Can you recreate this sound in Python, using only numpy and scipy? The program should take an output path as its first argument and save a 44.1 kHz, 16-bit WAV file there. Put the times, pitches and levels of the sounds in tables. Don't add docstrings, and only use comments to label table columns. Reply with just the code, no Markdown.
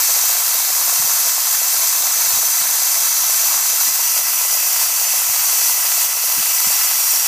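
import sys
import numpy as np
from scipy import signal
from scipy.fft import rfft, irfft
from scipy.io import wavfile
from scipy.ndimage import uniform_filter1d

SR = 44100
rng = np.random.default_rng(int(sys.argv[2]) if len(sys.argv) > 2 else 0)


def invert_db(level):
    return 10 ** (np.asarray(level, dtype=float) / 20)


def to_wav(s):
    ch = np.atleast_2d(s).T
    pcm = np.round(np.clip(ch, -1, 1) * 32767)
    wavfile.write(sys.argv[1], SR, pcm.astype(np.int16))


N = 320607
FRAME = 2048
OVERLAP = FRAME * 3 // 4

JET_DB = -19.5
RECOVER_S, FALL_S = 0.31, 0.012
ROAR_FOLLOWS, FIZZ_FOLLOWS = 0.81, 0.85
GAP_HZ, GAP_PER_HZ = 200, 0.66
STIR_DB, STIR_S = 3, 0.027

# [t/s, depth/dB]
CHOKES = [(.32, 1.5), (.6, 1.2), (1.3, 2), (1.55, 1), (1.96, 1.5), (2.4, 0.6), (2.62, 1.5), (3.09, 1.2),
          (3.55, 1.5), (3.89, 2.5), (4.2, 2), (4.55, 1), (4.85, 2.5), (5.2, 1.5), (5.72, 1.8), (6.05, 3.5),
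          (6.12, 1), (6.84, 1), (7.17, 2)]
# [t/s, peak level/dB]
SLUGS = [(0.06, -21), (0.086, -15), (0.158, -9), (0.368, -7), (0.923, -18), (1.071, -39), (1.673, -10),
         (2.22, -6), (2.266, -32), (2.431, -41), (3.222, -24), (3.731, -33), (3.834, -8), (4.179, -5),
         (4.573, -19), (4.762, -6), (5.014, -23), (5.294, -27), (5.825, -9), (5.844, -19), (5.918, -5.5),
         (6.347, -21), (6.509, -12)]
# [t/s, peak level/dB]
BURPS = [(0.236, -18), (0.3, -19), (0.547, -17), (0.7, -16), (0.815, -20), (0.878, -14.5), (0.924, -17),
         (1.072, -20), (1.19, -17), (1.377, -15), (1.614, -16.5), (1.836, -21), (2.386, -16), (2.431, -16),
         (3.031, -20), (3.293, -16), (3.732, -18), (4.163, -19), (4.568, -18), (4.628, -18), (5.136, -19),
         (5.528, -19), (5.707, -23), (5.845, -18), (6.168, -20), (6.237, -17), (6.283, -18), (6.702, -18)]
# [t/s, f/Hz, level over the hiss/dB]
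WHISTLE = [
    (0, 6010, -6.5),
    (1.6, 6040, -6),
    (2.2, 6040, -4),
    (2.9, 6080, -4.5),
    (3.5, 6000, -3),
    (4.6, 5950, -5.5),
    (5.4, 5970, -5),
    (6.55, 5930, -6.5),
    (6.7, 5810, -6),
    (7.27, 5730, -4),
]
# [t/s, share of the tilted pose 0-1]
TILT = [
    (0, 0),
    (3.75, 0.1),
    (4.15, 0.77),
    (7.27, 0.74),
]
# [f/Hz, level per Hz/dB]
LEVEL_GUN = [(300, -27.5), (400, -29.5), (500, -15.5), (620, -10.5), (760, -9), (1100, -7.5), (2900, -12.5),
             (3700, -10.5), (4600, -4.5), (5300, -3.5), (7000, -0.85), (9800, -5.5), (13300, -3),
             (15200, -4)]
TILTED_GUN = [(300, -23), (400, -30.5), (500, -15.5), (620, -16.5), (760, -10), (1100, -9.5), (2900, -9.5),
              (3700, -11), (4600, -7), (5300, -3), (7000, -1.2), (9800, -4), (13300, -2.5), (15200, -0.8)]
# [f/Hz, width/Hz, level with gun level/dB, level with gun tilted/dB]
HOLLOW = [(1090, 24, 1.5, -1), (1890, 24, -8, 1), (2840, 60, -2.5, 2), (1975, 49, 0.8, 3),
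          (2670, 42, 1, 1.5), (3040, 20, -7, -2), (3810, 42, -.5, -8), (4660, 74, -0.5, 2.5),
          (5600, 140, -2.5, 0), (13200, 980, 3, 2)]
# [t/s, delay/ms, share of the direct sound]
GROUND = [(0.2, 2.972, 0.16), (1.0, 2.975, 0.15), (1.8, 3.022, 0.15), (3.0, 3.032, 0.13),
          (4.1, 3.057, 0.08), (4.7, 3.03, 0.08), (5.4, 3.016, 0.09), (6.6, 3.036, 0.07), (7.1, 3.03, 0.07)]
# [delay/ms, share of the direct sound]
LEVEL_ECHOES = [(0.624, -0.1), (1.37, -0.06), (1.691, -0.12), (2.037, -0.06), (2.272, 0.06), (2.635, 0.07),
                (2.982, 0.12), (3.28, -0.1), (3.597, -0.08), (3.918, 0.1), (4.448, 0.11)]
TILTED_ECHOES = [(0.552, -0.26), (0.689, -0.09), (1.109, 0.07), (1.496, 0.17), (1.962, 0.12), (2.312, 0.05),
                 (3.024, 0.16), (3.281, -0.12), (3.609, -0.1), (3.727, -0.08), (4.18, -0.11)]
# [t/s, level/dB]
BREEZE = [(0, -65), (.6, -67), (1.2, -64), (1.45, -68), (2.3, -62.5), (3.3, -65), (4.5, -64.5),
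          (5.2, -62.5), (5.6, -62.5), (6.1, -67), (6.3, -67), (6.9, -65), (7.27, -59)]
# [f/Hz, level per Hz/dB]
BREEZE_COLOUR = [(12, -46), (25, -6), (71, 10.5), (172, 0.5), (252, 7), (365, -15), (420, -17), (550, -37),
                 (920, -120)]
# [t/s, peak level/dB, centre f/Hz, length/s]
GUSTS = [(0.24, -42, 420, 0.04), (0.977, -35, 91.5, 0.041), (1.006, -44, 250, 0.035),
         (1.035, -36, 190, 0.03), (1.125, -46, 150, 0.04), (1.23, -53, 90, 0.057),
         (2.327, -37, 75.4, 0.035), (2.357, -38, 94.2, 0.028), (2.6, -40, 110, 0.036),
         (3.855, -39, 200, 0.055), (3.884, -47, 120, 0.045), (5.27, -42, 90, 0.047),
         (5.383, -44, 70, 0.042), (5.68, -53, 30, 0.09), (5.99, -55, 30, 0.09), (6.363, -30, 258, 0.05),
         (6.375, -37, 105, 0.045), (6.656, -31, 121, 0.038), (6.684, -45, 113, 0.033)]
# [t/s, lowest f/Hz, highest f/Hz]
SPLITS = [(2.007, 8200, 9750), (2.007, 10900, 13950), (2.077, 11600, 13400), (2.1, 12900, 14700),
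          (2.1, 4130, 5450), (2.147, 11550, 13950), (2.286, 5050, 6550), (2.611, 10250, 14050),
          (3.006, 11600, 13350), (4.492, 11600, 13300), (4.515, 4130, 5350), (4.538, 4130, 5350),
          (4.585, 10900, 12600), (4.863, 11600, 14650), (5.049, 5600, 7100), (5.374, 9550, 11900),
          (6.628, 4550, 6550), (6.628, 8850, 10500), (6.791, 4130, 5850), (6.86, 4550, 7800),
          (6.883, 6800, 8550)]


def evened(x):
    return x / np.sqrt(np.mean(x ** 2) + 1e-20)


def read(points, hz):
    f, value = np.transpose(points)
    return np.interp(np.log(hz + 1), np.log(f + 1), value)


def curves(rows, t):
    s, *columns = np.transpose(rows)
    return [np.interp(t, s, c) for c in columns]


def band(x, lo_hz, hi_hz, order=2):
    return signal.sosfilt(signal.butter(order, [lo_hz, hi_hz], "band", fs=SR, output="sos"), x)


def low_pass(hz):
    return signal.butter(1, hz, fs=SR)


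def flutter(hz):
    return evened(signal.lfilter(*low_pass(hz), rng.standard_normal(N)))


def choked_db(t):
    table = np.array(CHOKES)
    since = np.maximum(t - table[:, :1], 0)
    shape = (1 - np.exp(-since / FALL_S)) * np.exp(-since / RECOVER_S)
    return -(table[:, 1:] * shape).sum(axis=0)


def spit(events, per_s, spread_db, lift_db, lag_s):
    sizes = invert_db(spread_db * np.minimum(rng.exponential(1, N), 4))
    pops = sizes * (rng.random(N) < per_s / SR)
    pops = evened(pops - pops.mean())
    s, db = np.transpose(events)
    pops[((s + lag_s) * SR).astype(int)] += invert_db(db + lift_db)
    return pops


def turbulence():
    eddies = rng.standard_normal(N) * invert_db(0.5 * flutter(80) + 0.25 * flutter(9))
    lumps = evened(rng.standard_normal(N) * invert_db(5.0 * flutter(166)))
    drops = 1.06 * lumps + 0.6 * spit(SLUGS, per_s=900, spread_db=4.0, lift_db=42.0, lag_s=0.0011)
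    burps = 0.46 * lumps + 0.8 * spit(BURPS, per_s=230, spread_db=4.6, lift_db=54.0, lag_s=0.00344)
    flat = eddies + signal.lfilter(*low_pass(1300), drops - eddies)
    return flat + signal.filtfilt(*signal.butter(2, 750, fs=SR), burps - flat)


def resonate(x, hz, width_hz):
    turn = np.exp(2j * np.pi * np.cumsum(hz) / SR)
    r = np.exp(-np.pi * width_hz / SR)
    return 2 * (turn * signal.lfilter([1 - r], [1, -r], x / turn)).real


def nozzle_whistle():
    hz, db = curves(WHISTLE, np.arange(N) / SR)
    gap_hz = GAP_HZ + GAP_PER_HZ * (hz - 6000)
    hz = hz + 20 * flutter(11)
    whistle = np.zeros(N)
    for mode_hz in (hz - gap_hz / 2, hz + gap_hz / 2):
        once = resonate(rng.standard_normal(N), mode_hz, width_hz=270)
        whistle += resonate(once, mode_hz, width_hz=330)
    return invert_db(db + 0.3 * flutter(30)) * evened(whistle)


def jet_colour_db(hz, t, tilt):
    colour_db = (1 - tilt) * read(LEVEL_GUN, hz) + tilt * read(TILTED_GUN, hz)
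    roar_db = (ROAR_FOLLOWS - 1) * choked_db(t)
    fizz_db = (FIZZ_FOLLOWS - 1) * choked_db(t)
    low = 1 / (1 + (hz / 4000) ** 6)
    bright = 1 / (1 + (11000 / (hz + 1)) ** 8)
    colour_db += low * (roar_db - roar_db.mean()) + bright * (fizz_db - fizz_db.mean())
    patches = uniform_filter1d(rng.standard_normal(colour_db.shape), size=24, axis=0)
    colour_db += 0.69 * evened(uniform_filter1d(patches, size=7, axis=1))
    for centre_hz, width_hz, level_db, tilted_db in HOLLOW:
        bump = np.exp(-((hz - centre_hz) / width_hz) ** 2)
        colour_db += ((1 - tilt) * level_db + tilt * tilted_db) * bump
    return colour_db - 10 * np.log10(1 + (330 / (hz + 1)) ** 6)


def echoes(taps, hz):
    return sum(share * np.exp(-2j * np.pi * hz * ms / 1000) for ms, share in taps)


def echo_path(hz, t, tilt):
    ms, share = curves(GROUND, t)
    ground = echoes([(ms - 0.05, -0.3 * share), (ms, share), (ms + 0.061, -0.55 * share)], hz)
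    ground += echoes([(ms + 0.23, 0.45 * share * (1 - tilt))], hz)
    near = (1 - tilt) * echoes(LEVEL_ECHOES, hz) + tilt * echoes(TILTED_ECHOES, hz)
    dull = 1 / (1 + (hz / 5200) ** 12)
    return 1 + 0.87 * dull * near + 1.06 * (1 - dull) * ground


def jet():
    sources = [turbulence(), nozzle_whistle()]
    hz, t, z = signal.stft(sources, SR, nperseg=FRAME, noverlap=OVERLAP)
    hz = hz[:, None]
    tilt = curves(TILT, t)[0]
    path = echo_path(hz, t, tilt)
    hiss_gain = path * invert_db(jet_colour_db(hz, t, tilt))
    whistle_gain = 1 + 0.43 * (path - 1)
    z = z * np.array([hiss_gain, whistle_gain])
    hiss, whistle = signal.istft(z, SR, nperseg=FRAME, noverlap=OVERLAP)[1][:, :N]
    hiss /= np.std(band(hiss, 6600, 11000, order=4))
    return (hiss + whistle) * invert_db(JET_DB + choked_db(np.arange(N) / SR))


def rumble(t):
    hz = np.fft.rfftfreq(N, 1 / SR)
    noise = evened(irfft(rfft(rng.standard_normal(N)) * invert_db(read(BREEZE_COLOUR, hz)), N))
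    stir = sum(np.exp(-((t - s - length / 2) / STIR_S) ** 2) for s, _, _, length in GUSTS)
    stir = np.minimum(stir, 1)
    return noise * invert_db(curves(BREEZE, t)[0] + STIR_DB * stir + 3.8 * flutter(12))


def open_air(t):
    level_db = -61.5 - 6.5 * curves(TILT, t)[0] + 2.5 * flutter(9)
    return invert_db(level_db) * evened(band(rng.standard_normal(N), 180, 380))


def gusts():
    out = np.zeros(N)
    for s, db, centre_hz, length in GUSTS:
        noise = rng.standard_normal(8000)
        gust = band(noise, 40 + 0.3 * centre_hz, 0.89 * centre_hz + 110, order=3)
        gust = gust[-int(np.clip(length, 0.01, 0.1) * SR):]
        gust = gust * np.hanning(len(gust))
        start = round(s * SR)
        out[start:start + len(gust)] += invert_db(db - 10.0) * evened(gust)
    return out


def breeze():
    t = np.arange(N) / SR
    out = rumble(t) + open_air(t) + gusts()
    return signal.lfilter(*signal.butter(2, 34, "high", fs=SR), out)


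def scene():
    return np.tile(jet() + breeze(), (2, 1))


def drop_weak(x, under_db=-6.0, top_db=2.5, cut_db=-24.0, from_hz=1700):
    hz, _, z = signal.stft(x, SR, nperseg=FRAME, noverlap=OVERLAP)
    hz = hz[:, None]
    power = uniform_filter1d(abs(z) ** 2, size=4, axis=1)
    around = uniform_filter1d(power, size=27, axis=0)
    valley = uniform_filter1d(power, size=4, axis=0) / (around + 1e-20)
    limit = invert_db(under_db + top_db * (hz > 8000)) ** 2
    kept = 1 / (1 + (limit / (valley + 1e-9)) ** 8)
    kept = np.where(hz > from_hz, np.maximum(kept, invert_db(cut_db)), 1)
    return signal.istft(z * kept, SR, nperseg=FRAME, noverlap=OVERLAP)[1][:N]


def split_bands(out, dry):
    hz = np.fft.rfftfreq(FRAME, 1 / SR)
    window = signal.windows.kaiser_bessel_derived(FRAME, 4 * np.pi)
    for s, lo_hz, hi_hz in SPLITS:
        start = round(s * SR)
        at = slice(start, start + FRAME)
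        inside = (hz > lo_hz) & (hz < hi_hz)
        spectrum = rfft(dry[0, at])
        shared = irfft(spectrum * inside)
        apart = irfft(rfft(rng.standard_normal(FRAME)) * abs(spectrum) * inside)
        apart = evened(apart) * shared.std()
        out[:, at] += window * (np.outer([0.7, -0.7], apart) - 0.3 * shared)
    return out


def top_cut(x):
    return signal.sosfilt(signal.butter(12, 16640, fs=SR, output="sos"), x)


def record(dry):
    out = np.tile(drop_weak(dry[0]), (2, 1))
    out = split_bands(out, dry)
    edge = signal.firwin(1501, 15300, window=("kaiser", 11), fs=SR)
    out = signal.oaconvolve(out, edge[None], "same")
    return top_cut(out)


dry = scene()
out = record(dry)
to_wav(out)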